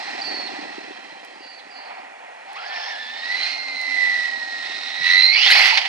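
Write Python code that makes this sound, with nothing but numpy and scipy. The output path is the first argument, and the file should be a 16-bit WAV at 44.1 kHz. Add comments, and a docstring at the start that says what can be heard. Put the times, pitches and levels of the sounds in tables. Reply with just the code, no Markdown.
"""A small electric radio-controlled truck coasts away over asphalt while soft gusts bump the microphone.
Its tyres roar, its loose gears ring, and the motor gives three short squeals. Near 2 s it skids in a turn.
From 2.5 s it speeds back: the tyres spin, and motor and gears whine, swelling with each throttle squeeze.
Near 5.5 s it rears up close by: rubber screeches, the tail knocks on the road, the treble crackles,
and a limiter holds the loudest moments at the edge of overload."""
import sys
import numpy as np
from scipy import signal
from scipy.fft import rfft, irfft
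from scipy.io import wavfile
from scipy.ndimage import uniform_filter1d, minimum_filter1d

SR = 44100
rng = np.random.default_rng(int(sys.argv[2]) if len(sys.argv) > 2 else 0)


def wrap_up_sound(samples):
    """Save the sound to the file named by the first command line argument, as 16-bit audio."""
    columns = np.atleast_2d(samples).T
    # keep every value between -1 and 1, then stretch to whole-number steps
    tamed = np.clip(columns, -1, 1)
    steps = np.round(tamed * 32767).astype(np.int16)
    wavfile.write(sys.argv[1], SR, steps)


N = 259308
T = np.arange(N) / SR
BINS_HZ = np.fft.rfftfreq(N, 1 / SR)

# Noise spectra. Each row: frequency in Hz, relative density in dB.
STILL_AIR_SPECTRUM = [(50, -53.5), (130, -40), (500, 7), (900, 0.5), (2500, 0), (4000, -18), (6500, -14),
                      (10200, -21.5), (11200, -69.5), (16000, -63.5)]
WIND_SPECTRUM = [(25, -57.5), (70, -46), (130, -7.5), (190, -4), (260, 6.5), (340, 3), (450, -1),
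                 (650, 1.5), (1500, -39), (5000, -71)]
TREAD_SPECTRUM = [(60, -60.5), (190, -38.5), (265, -28.5), (340, -25.5), (500, -13), (620, -4.5), (740, 7),
                  (860, 3), (1000, -2.5), (1200, -8), (1650, -7), (2300, -6), (4000, -26), (10000, -58.5)]
RATTLE_SPECTRUM = [(300, -70.5), (1100, -9), (1400, -4.5), (1650, -5.5), (1830, 1.5), (1990, 11),
                   (2180, -0.5), (2330, -4), (2570, 4.5), (2800, -3), (3000, -2), (3200, -3), (3400, -2),
                   (3600, -4), (4250, -22.5), (4700, -10), (6500, -25.5), (11000, -74)]
GRIT_SPECTRUM = [(1000, -44), (3600, -7.5), (3900, 7.5), (4150, 12), (4300, 12), (4500, 0.5), (4780, 2),
                 (4970, 6), (5170, -0.5), (5370, 4.5), (5600, -2.5), (5950, -2), (6400, -11), (8500, -12.5),
                 (10200, -46.5), (11200, -62), (16000, -77)]
SCREECH_SPECTRUM = [(1000, -44.5), (2150, 3.5), (2500, 3.5), (2950, 5.5), (3450, -1.5), (3780, -12),
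                    (4050, 0), (4350, 7), (4850, 1), (5250, 0), (5800, -24), (6600, -44.5), (11000, -69),
                    (13000, -91)]
WHEELSPIN_SPECTRUM = [(3000, -27), (3550, -4), (3850, -16), (4480, -2), (4850, -14), (5250, 7), (5550, -5),
                      (6050, -8), (6400, -22), (10000, -45)]
OVERLOAD_GRIT_SPECTRUM = [(3000, -7), (5700, 6), (7000, -6), (9500, -3), (13800, -2), (14800, -35)]
KNOCK_SPECTRUM = [(60, -52), (400, -33), (800, 5), (1200, -11.5), (2100, 7), (3400, 2), (4300, 0),
                  (5800, -10.5), (7000, -23), (10000, -40), (14000, -61), (16000, -64)]
CHATTER_SPECTRUM = [(1500, -30), (3000, -7), (3800, -2), (4300, 0), (4700, -10), (7000, -45)]

# Breeze strength. Each row: time in seconds, level in dB.
WIND_LEVEL = [(0, -47), (.3, -42.5), (.55, -40.5), (.75, -47.5), (.95, -52.5), (1.6, -58.5), (2.6, -62),
              (4.1, -55), (5.3, -59), (5.88, -61)]
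# Gusts on the microphone. Each row: time in seconds, peak in dB.
GUSTS = [(.152, -30), (.277, -33), (.302, -33), (.344, -25), (.373, -31), (.457, -32), (.52, -35),
         (.59, -35), (.62, -33), (.657, -31), (.784, -24.5), (.813, -36), (.882, -38), (.91, -28.5),
         (.99, -39), (1.17, -44), (1.335, -42), (1.362, -39), (1.408, -37.5), (3.41, -40), (4.655, -41),
         (4.70, -38), (4.78, -38.5)]

# Truck path. Each row: time in seconds, distance in m, road speed in m/s.
PATH = [(0, 6.56, 8.27), (.6, 8.45, 7), (1.3, 16.1, 5.1), (2.2, 7.2, 1.7), (3.1, 14.3, 6.7), (3.6, 9.7, 7),
        (4.45, 13.4, 9.56), (4.8, 11.65, 7.26), (5.3, 6.1, 4.4), (5.6, 8.6, 7.3), (5.88, 6.6, 3.2)]
# Throttle squeezes. Each row: start, rise and hold in seconds, effort in dB.
THROTTLE = [(2.463, 0.035, 0.59, 6), (3.04, .42, .03, 13), (3.728, 0.3, 0.22, 7.5), (4.46, 0.26, 0.4, 9),
            (4.934, 0.13, 0.13, 19.5), (5.177, 0.35, 0.16, 25.5), (5.792, 0.06, 0.0068, 20)]
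# Grip lost in the turn, at launch and on rearing.
# Each row: start, rise and hold in seconds, roar and screech in dB, wheel slip from 0 to 1.
SKIDS = [(1.68, 0.22, 0.05, -36.5, -53.5, 0), (1.967, 0.27, 0.35, -46.5, -73, 0.15),
         (2.516, 0.2, 0.18, -36, -37, 0.27), (3.0, 0.36, 0.11, -41.5, -38, 0.11),
         (5.309, 0.081, 0.177, -38, -19, 0.51), (5.464, 0.089, 0.059, -24, -24.5, 0.23)]
# Narrow ringing bands heard while coasting; the lowest two add a hollow colour.
# Each row: centre and width in Hz, gain in dB.
COAST_BANDS = [(685, 41, -0.5), (782, 50, 0), (1710, 200, -1.5), (1894, 89, 8), (1980, 55, 1),
               (2390, 90, 3.5), (2630, 70, -4.5), (2730, 60, -1), (3220, 80, -7)]
# Coasting gear tones. Each row: start and end in seconds, first and last pitch in Hz, level in dB.
COAST_TONES = [(.6, 1.5, 3215, 3140, -57), (.3, 1.05, 2790, 2600, -52), (-.2, .8, 850, 690, -42)]
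# Slack jolt, then tail strikes. Each row: start in seconds, level in dB, 60 dB decay time in seconds.
KNOCKS = [(2.558, -35, 0.1), (5.462, -6, 0.066), (5.504, -12, 0.059), (5.518, -1, 0.016), (5.557, -8, 0.04),
          (5.609, -17, 0.018), (5.656, -4, 0.028), (5.703, -13, 0.036), (5.752, -18, 0.025),
          (5.773, -6, 0.065), (5.814, -18.5, 0.072), (5.851, -18.5, 0.088)]
# Dry ticks. Each row: start in seconds, level in dB.
TICKS = [(1.248, -35), (2.531, -32), (3.814, -28.5), (5.443, -30), (5.507, -11), (5.518, -7.5), (5.61, -29),
         (5.668, -26), (5.775, -27)]
# Motor squeals, two rows apiece. Each row: start and length in seconds, first and last pitch in Hz,
# level in dB, rise in seconds, fade in dB/s, lower neighbour, upper neighbour and chatter in dB.
SQUEALS = [(0.213, 0.017, 4740, 4610, -26.5, 0.0055, 298, -62, -59, -50),
           (0.241, 0.24, 4530, 4315, -30.5, 0.0051, 15, -61, -50, -35),
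           (1.333, 0.044, 4900, 4750, -55, .01, 100, -70, -62, -70),
           (1.361, .24, 4730, 4500, -46, 0.077, 13, -54, -64, -43.5),
           (1.7, 0.047, 4880, 4560, -46, 0.011, 250, -68, -57, -65),
           (1.709, 0.2, 4550, 4390, -44.5, 0.059, 80, -58, -54, -52)]

# Motor speed on the run back. Each row: time in seconds, whine pitch in Hz.
WHINE_PITCH = [(2.47, 750), (2.55, 870), (2.567, 1200), (2.59, 1390), (2.63, 1310), (2.648, 1620),
               (2.72, 1810), (2.8, 1740), (2.87, 1765), (2.905, 1850), (2.945, 1665), (3.01, 1765),
               (3.06, 1735), (3.19, 1840), (3.31, 1960), (3.51, 2130), (3.79, 2050), (4.11, 1975),
               (4.38, 1897), (4.7, 1870), (4.9, 1885), (5.05, 1945), (5.21, 2015), (5.31, 2110),
               (5.36, 2290), (5.43, 2920), (5.485, 3650), (5.5, 2030), (5.56, 2190), (5.62, 2090),
               (5.79, 2150)]
# Weaker shaft tones. 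Each row: multiple of the shaft rate, relative level in dB.
SHAFT_ORDERS = [(3, -12.5), (7, 3), (8, -1.5), (9, -14.5), (11, 0), (12.5, -7), (13, 3), (13.6, -6),
                (14, -15.5), (15, -7), (16, -5.5), (17, -12), (18, -2)]
# Gear case resonances. Each row: centre and width in Hz, gain in dB.
GEAR_CASE_MODES = [(1971.7, 117, 13.5), (3160, 520, -10), (4131, 162, 7)]
# Beaming as the truck turns and tilts. Each row: time in seconds, whine and octave gain in dB.
BEAMING = [(2.57, -6, 7), (2.67, -7, -9), (2.76, -2.5, -3), (3.1, -1.5, 6), (3.33, -5, 2), (3.45, -6, 0),
           (3.8, 2.5, -1.5), (4.15, 2, 0), (4.55, -0.5, 1), (4.9, -11.5, 3), (5.05, -4, 1), (5.2, -0.5, 7),
           (5.31, 4.5, 8.5), (5.36, 8, 9), (5.42, 4.5, -9), (5.48, 3, -3), (5.52, -4, 5.5),
           (5.62, -4.5, -24), (5.78, -13, -4)]
# Motor radiation through the plastic body. Each row: frequency in Hz, gain in dB.
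BODY_RESPONSE = [(300, -3), (700, 3), (4400, 0), (5900, -3), (6600, -13), (9000, -37.5)]

# Noise likeness between the two microphone ports. Each row: frequency in Hz, coherence from 0 to 1.
PORT_COHERENCE = [(100, 0.34), (300, 0.91), (700, 1), (2000, 0.99), (4500, 0.69), (8000, 0.41)]
# Phase between the ports. Each row: frequency in Hz, left lead in radians.
PORT_PHASE = [(100, -2), (350, -1.66), (700, -1.925), (1200, -1.4), (2100, -1.24), (3200, -1.18),
              (4200, -1.06), (5500, 0.76)]
# Truck's side. Each row: time in seconds, left minus right in dB before PORT_SHADOW scales it.
BALANCE = [(0, -4), (1.8, -4.5), (2.2, -3.5), (3.7, -4), (3.95, -6), (4.5, -4.5), (5.2, -6), (5.7, -5.5)]
# Shading of the left port. Each row: frequency in Hz, factor on BALANCE.
PORT_SHADOW = [(100, 0.84), (330, 0.43), (700, 0.21), (1200, 0.19), (2000, 1.3), (3200, 0.93), (4300, 2.02),
               (6000, 1.1), (9000, 2.26)]
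# One echo per port, left first. Each row: delay in seconds, gain.
PORT_ECHOES = [(.010113, .35), (.01, .25)]

REF_M, REF_M_PER_S = 10, 6
# Base levels, before distance, speed and effort apply.
ROAR_DB, RATTLE_DB, GRIT_DB, COAST_RING_DB = -41, -45, -47.5, -43.5
WHINE_DB, OCTAVE_DB, SHAFT_DB, HUM_DB = -41, -44.5, -52.5, -53.5
RELEASE_DB_PER_S, REGRIP_DB_PER_S, ROLLING_SLIP = 95, 67, 0.0918
WHINE_ORDER, WHINE_CYCLES_PER_WHEEL_TURN = 6, 44
FULL_SPIN_HZ = 2007  # below this whine pitch the other motor tones fade
LIMIT, LIMIT_RATIO, LOW_CUT_HZ, HIGH_CUT_HZ = .82, 2.2, 122, 15000


def amp(db):
    """Decibels to gain."""
    return 10 ** (np.asarray(db) / 20)


def unit(x):
    """Scale to rms 1."""
    return x / np.sqrt(np.mean(abs(x) ** 2) + 1e-20)


def at_hz(points, hz):
    """Interpolate on a log-frequency axis."""
    points_hz, values = np.transpose(points)
    return np.interp(np.log(hz + 1), np.log(points_hz + 1), values)


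def curves(rows):
    """Value columns of a timed table, per sample."""
    times_s, *columns = np.transpose(rows)
    return [np.interp(T, times_s, column) for column in columns]


def during(start_s, end_s, fade_s):
    """Gate with linear fades."""
    return np.clip(np.minimum(T - start_s, end_s - T) / fade_s, 0, 1)


def pulse(centre_s, half_width_s):
    """Gaussian envelope."""
    return np.exp(-((T - centre_s) / half_width_s) ** 2)


def burst(start_s, t60_s):
    """Sharp attack, exponential decay."""
    age_s = np.maximum(T - start_s, 0)
    return (1 - np.exp(-age_s / 0.00068)) * np.exp(-np.log(1000) * age_s / t60_s)


def wander(rate_hz):
    """Smooth random drift, rms 1."""
    return unit(irfft(rfft(rng.standard_normal(N)) / np.sqrt(1 + (BINS_HZ / rate_hz) ** 4), N))


def noise(spectrum, drive=1):
    """Coloured noise, modulated by drive, partly coherent in the two ports; rms 1."""
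    left, other = rfft(rng.standard_normal((2, N)) * drive)
    coherence = np.clip(at_hz(PORT_COHERENCE, BINS_HZ), 0, 1)
    right = coherence * left + np.sqrt(1 - coherence ** 2) * other
    return unit(irfft(np.array([left, right]) * amp(at_hz(spectrum, BINS_HZ)), N))


def ring(modes):
    """Noise through narrow bands, rms 1."""
    gain = sum(amp(db) / np.sqrt(1 + (2 * (BINS_HZ - hz) / width_hz) ** 4) for hz, width_hz, db in modes)
    return unit(irfft(rfft(rng.standard_normal(N)) * gain, N))


def partial(cycles, smear, width_hz, evenness=0):
    """A tone with a share smeared into a narrow band by rattling; evenness steadies its level."""
    smear = np.clip(smear, 0, 1)
    white = rng.standard_normal(N) + 1j * rng.standard_normal(N)
    flutter = unit(np.fft.ifft(np.fft.fft(white) / (1 + (np.fft.fftfreq(N, 1 / SR) / width_hz) ** 2)))
    swing = np.sqrt(1 - smear) + np.sqrt(smear) * flutter
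    swing = unit(swing / np.sqrt(1 + evenness * abs(swing) ** 2))
    return np.sqrt(2) * (swing * np.exp(2j * np.pi * cycles)).real


def breeze(puff_hz=355, puff_s=.0028):
    """Lumpy low air noise; single gusts land as soft bumps."""
    phases = rng.uniform(0, 2 * np.pi, len(GUSTS))
    puffs = sum(amp(db) * pulse(s, puff_s) * np.cos(2 * np.pi * puff_hz * (T - s) + phase)
                for (s, db), phase in zip(GUSTS, phases))
    return amp(curves(WIND_LEVEL)[0] + 3.74 * wander(27)) * noise(WIND_SPECTRUM) + puffs


def scatter(x, t60_s=1.0):
    """Kerbs and fences return a short tail, different in each port."""
    age_s = np.arange(SR // 2) / SR
    taps = rng.standard_normal((2, len(age_s))) * (age_s > .004) * amp(-60 * age_s / t60_s)
    return signal.fftconvolve(x, taps / np.linalg.norm(taps, axis=1, keepdims=True), axes=1)[:, :N]


def nearness_db():
    """Sound spreads as one over distance."""
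    return 20 * np.log10(REF_M / np.maximum(curves(PATH)[0], 1))


def rolling_db(power):
    """Rolling parts gain with nearness and a power of road speed."""
    return nearness_db() + power * 20 * np.log10(np.maximum(curves(PATH)[1], 1) / REF_M_PER_S)


def throttle_db():
    """Each squeeze ramps up the drive train load, holds, and lets go."""
    pushes = [db * np.clip((T - s) / rise_s, 0, 1)
              - RELEASE_DB_PER_S * np.maximum(T - s - rise_s - hold_s, 0)
              for s, rise_s, hold_s, db in THROTTLE]
    return np.maximum(np.max(pushes, axis=0), 0)


def skidding():
    """Skids build, hold, and die as the tread regrips. Returns roar gain, screech gain, slip."""
    total = np.zeros((3, N))
    for s, rise_s, hold_s, roar_db, screech_db, slip in SKIDS:
        regrip = amp(-REGRIP_DB_PER_S * np.maximum(T - s - rise_s - hold_s, 0))
        total += np.outer([amp(roar_db), amp(screech_db), slip], np.clip((T - s) / rise_s, 0, 1) * regrip)
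    return total


def wheel_rad():
    """Wheel angle, geared down from the motor."""
    return 2 * np.pi * np.cumsum(curves(WHINE_PITCH)[0] / WHINE_CYCLES_PER_WHEEL_TURN) / SR


def wheel_load():
    """Lopsided load, repeating once a wheel turn; rms 1."""
    angle_rad = wheel_rad()
    return unit(np.cos(angle_rad) + 1.2 * np.sin(2 * angle_rad))


def rolling():
    """Tread roars on asphalt; gear rattle and grit crackle pulse with the wheels."""
    effort_db, load, bumps = throttle_db(), wheel_load(), wander(74)
    stones = amp(1.1 * wander(1300))
    roar_gain = np.hypot(amp(ROAR_DB + rolling_db(power=0.83)), skidding()[0]) * amp(0.96 * bumps)
    rattle_db = RATTLE_DB + rolling_db(power=1.5) + 0.97 * effort_db + 1.7 * bumps + 0.073 * load
    grit_db = GRIT_DB + rolling_db(power=2.17) + 0.68 * effort_db + 1.1 * bumps + 0.28 * load
    return (roar_gain * noise(TREAD_SPECTRUM)
            + amp(rattle_db) * noise(RATTLE_SPECTRUM, stones)
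            + amp(grit_db) * noise(GRIT_SPECTRUM, stones))


def coast_ring():
    """Narrow bands ring while the truck coasts, fading as the motor takes up the slack."""
    fade = 1 - during(WHINE_PITCH[0][0], np.inf, fade_s=0.43)
    return amp(COAST_RING_DB + rolling_db(power=1.0)) * ring(COAST_BANDS) * fade


def coasting():
    """Thin gear tones sink as the truck rolls away."""
    out = np.zeros(N)
    for start_s, end_s, first_hz, last_hz, db in COAST_TONES:
        cycles = np.cumsum(np.interp(T, [start_s, end_s], [first_hz, last_hz])) / SR
        out += amp(db) * during(start_s, end_s, fade_s=.25) * partial(cycles, .9, width_hz=40)
    return out


def screech(squeak_hz=5300, hoot_hz=900):
    """Rubber and plastic stick and slip: chirping bands, a wavering squeak, one brief hollow note."""
    bands = signal.stft(noise(SCREECH_SPECTRUM), SR, nperseg=512, noverlap=384)[2]
    patches = uniform_filter1d(rng.standard_normal(bands.shape[1:]), size=7, axis=1)
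    patches = unit(uniform_filter1d(patches, size=3, axis=0))
    chirps = signal.istft(bands * amp(5.4 * patches), nperseg=512, noverlap=384)[1][:, :N]
    hoot = amp(-18) * pulse(5.733, .008) * partial(hoot_hz * T, 0.34, width_hz=54)
    squeak_gain = amp(-19 + 3.4 * wander(30))
    squeak_cycles = np.cumsum(squeak_hz * (1 + 0.063 * wander(18))) / SR
    squeak = squeak_gain * partial(squeak_cycles, 0.55, width_hz=130)
    return skidding()[1] * (unit(chirps) + squeak) + hoot


def wheelspin():
    """Spinning tyres rasp at launch."""
    gain = amp(-39.5 + 1.5 * wheel_load()) * during(2.71, 2.96, fade_s=0.066)
    return gain * noise(WHEELSPIN_SPECTRUM, drive=amp(1.9 * wander(600)))


def overload_grit():
    """Gritty, scrape-like treble crackle at the loudest moment."""
    gain = amp(-41 + 2.86 * wander(70)) * during(5.48, 5.7, fade_s=0.015)
    return gain * noise(OVERLOAD_GRIT_SPECTRUM, drive=amp(4.4 * wander(1530)))


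def knocks():
    """Blows on the plastic chassis, a separate low thump, and dry ticks."""
    thump = amp(-33) * burst(5, t60_s=.09) * noise([(30, -2), (140, -6), (400, -21), (1500, -70)])
    blows = sum(amp(db) * burst(s, t60_s) for s, db, t60_s in KNOCKS) * noise(KNOCK_SPECTRUM)
    tick_gain = sum(amp(db) * burst(s, t60_s=0.0082) for s, db in TICKS)
    return blows + thump + tick_gain * noise([(1000, -34), (5000, 5), (12000, -3), (14000, -46)])


def brake_chatter():
    """The brake lets go of each squeal with a short, rough chatter."""
    gain = sum(amp(db) * pulse(s + length_s, .01) for s, length_s, *_, db in SQUEALS)
    return gain * noise(CHATTER_SPECTRUM)


def squeals(sag_hz=150, sag_s=0.008, whistle_hz=2845):
    """Shaft order 12 sings as the truck slows, with orders 11 and 13 and a steady lower whistle."""
    out = np.zeros(N)
    for s, length_s, first_hz, last_hz, db, rise_s, fade_db_per_s, below_db, above_db, _ in SQUEALS:
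        age_s = np.clip(T - s, 0, length_s)
        glide_hz = first_hz + (last_hz - first_hz) * age_s / length_s
        hz = glide_hz - sag_hz * np.exp((age_s - length_s) / sag_s)
        cycles = np.cumsum(hz * (1 + 0.0022 * wander(50))) / SR
        gain = np.minimum(age_s / rise_s, 1) ** 2 * amp(db - fade_db_per_s * np.maximum(age_s - rise_s, 0))
        below = amp(below_db) * partial(cycles * 11 / 12, .15, width_hz=40)
        above = amp(above_db) * partial(cycles * 13 / 12, .15, width_hz=40)
        whistle = amp(-57) * partial(whistle_hz * T, .15, width_hz=25)
        faint = (below + above + whistle) * during(s, s + length_s, 0.058)
        out += (gain * partial(cycles, 0.02, width_hz=140) + faint) * during(s, s + length_s, 0.0054)
    return out


def gear_case_db(hz):
    """Lift of a tone crossing the gear case resonances."""
    lift = sum(amp(db) / (1 + (2 * (hz - centre_hz) / width_hz) ** 2)
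               for centre_hz, width_hz, db in GEAR_CASE_MODES)
    return 20 * np.log10(1 + lift)


def shaft_binding(wobble_rad=.6):
    """Drive shafts bind twice a wheel turn and chop the tones, deeper under load."""
    angle_rad = 2 * wheel_rad() + wobble_rad * wander(25)
    depth = np.minimum(.13 + .023 * throttle_db(), 1)
    return (1 + depth * np.cos(angle_rad)) / np.sqrt(1 + depth ** 2 / 2)


def motor():
    """Shaft tones swell with effort and throb with the wheels; slip makes them stutter and rasp."""
    hz, near_db, effort_db = curves(WHINE_PITCH)[0], nearness_db(), throttle_db()
    whine_beam_db, octave_beam_db = curves(BEAMING)
    spin = np.minimum(hz / FULL_SPIN_HZ, 1)
    skid_slip = skidding()[2]
    slip = ROLLING_SLIP + skid_slip
    cycles = np.cumsum(hz * (1 + 0.002818 * wander(25.74) + 0.0523 * slip * wander(237))) / SR
    shaft_turns = cycles / WHINE_ORDER

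    whine = partial(cycles, .08 + .5 * slip + .005 * effort_db, width_hz=85, evenness=1.5)
    whine *= amp(WHINE_DB + near_db + whine_beam_db + 0.43 * effort_db + 10.1 * slip + gear_case_db(hz))
    octave = partial(2 * cycles, .13 + .45 * slip + .014 * effort_db, width_hz=110, evenness=1.5)
    octave += amp(-8) * ring([(4150, 320, 0)])  # broad gear case band
    octave *= amp(OCTAVE_DB + near_db + octave_beam_db + 0.78 * effort_db - 5.3 * slip)
    octave *= amp(gear_case_db(2 * hz)) * spin ** 3
    orders = sum(amp(db) * partial(order * shaft_turns, .65, width_hz=40) for order, db in SHAFT_ORDERS)
    orders *= amp(SHAFT_DB + near_db + 0.79 * effort_db - 10 * slip) * spin ** 3

    throb_db = .8 * wheel_load()
    stutter_db = 6 * np.minimum(slip, .4) * np.tanh(wander(40))
    rasp = 1 + 1.1 * skid_slip * np.cos(2 * np.pi * shaft_turns)
    tones = ((whine + octave) * shaft_binding() + orders) * amp(throb_db + stutter_db) * rasp
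    radiated = irfft(rfft(tones) * amp(at_hz(BODY_RESPONSE, BINS_HZ)), N)
    slow_gear_hum = amp(HUM_DB - 25 * slip) * spin ** 4 * partial(.132 * cycles, 0.47, width_hz=15)
    return (radiated + slow_gear_hum) * during(WHINE_PITCH[0][0], WHINE_PITCH[-1][0], fade_s=0.0058)


def microphone_ports(x):
    """The housing shades the left port; the right one leads in phase except in the high treble."""
    hz, times_s, bands = signal.stft(x, SR, nperseg=1024, noverlap=768)
    side_db = at_hz(PORT_SHADOW, hz)[:, None] * np.interp(times_s, *np.transpose(BALANCE))
    left_phase = np.exp(1j * at_hz(PORT_PHASE, hz))[:, None]
    ports = np.array([amp(side_db / 2) * left_phase, amp(-side_db / 2)])
    return signal.istft(bands * ports / abs(ports).mean(0), nperseg=1024, noverlap=768)[1][:, :N]


def scene():
    """Truck, scatter, breeze and still air, all placed to the right."""
    truck = rolling() + screech() + wheelspin() + overload_grit()
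    truck = truck + coast_ring() + coasting() + motor() + squeals() + brake_chatter()
    mix = truck + amp(-10.5) * scatter(truck) + knocks() + breeze() + amp(-49) * noise(STILL_AIR_SPECTRUM)
    return microphone_ports(mix)


def record(dry):
    """Short hollowing echo, fast limiter, soft clip, band limits."""
    heard = np.array([x + gain * np.interp(T - delay_s, T, x, left=0)
                      for x, (delay_s, gain) in zip(dry, PORT_ECHOES)])
    peak = uniform_filter1d(-minimum_filter1d(-abs(heard), size=220, axis=1), size=220, axis=1)
    limited = heard * np.maximum(peak / LIMIT, 1) ** (1 / LIMIT_RATIO - 1)
    clipped = limited / (1 + limited ** 20) ** (1 / 20)
    thinned = signal.sosfilt(signal.butter(2, LOW_CUT_HZ, "highpass", fs=SR, output="sos"), clipped)
    lowpass = signal.firwin(511, HIGH_CUT_HZ, window=("kaiser", 9), fs=SR)
    return signal.oaconvolve(thinned, lowpass[None], "same")


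dry = scene()
out = record(dry)
wrap_up_sound(out)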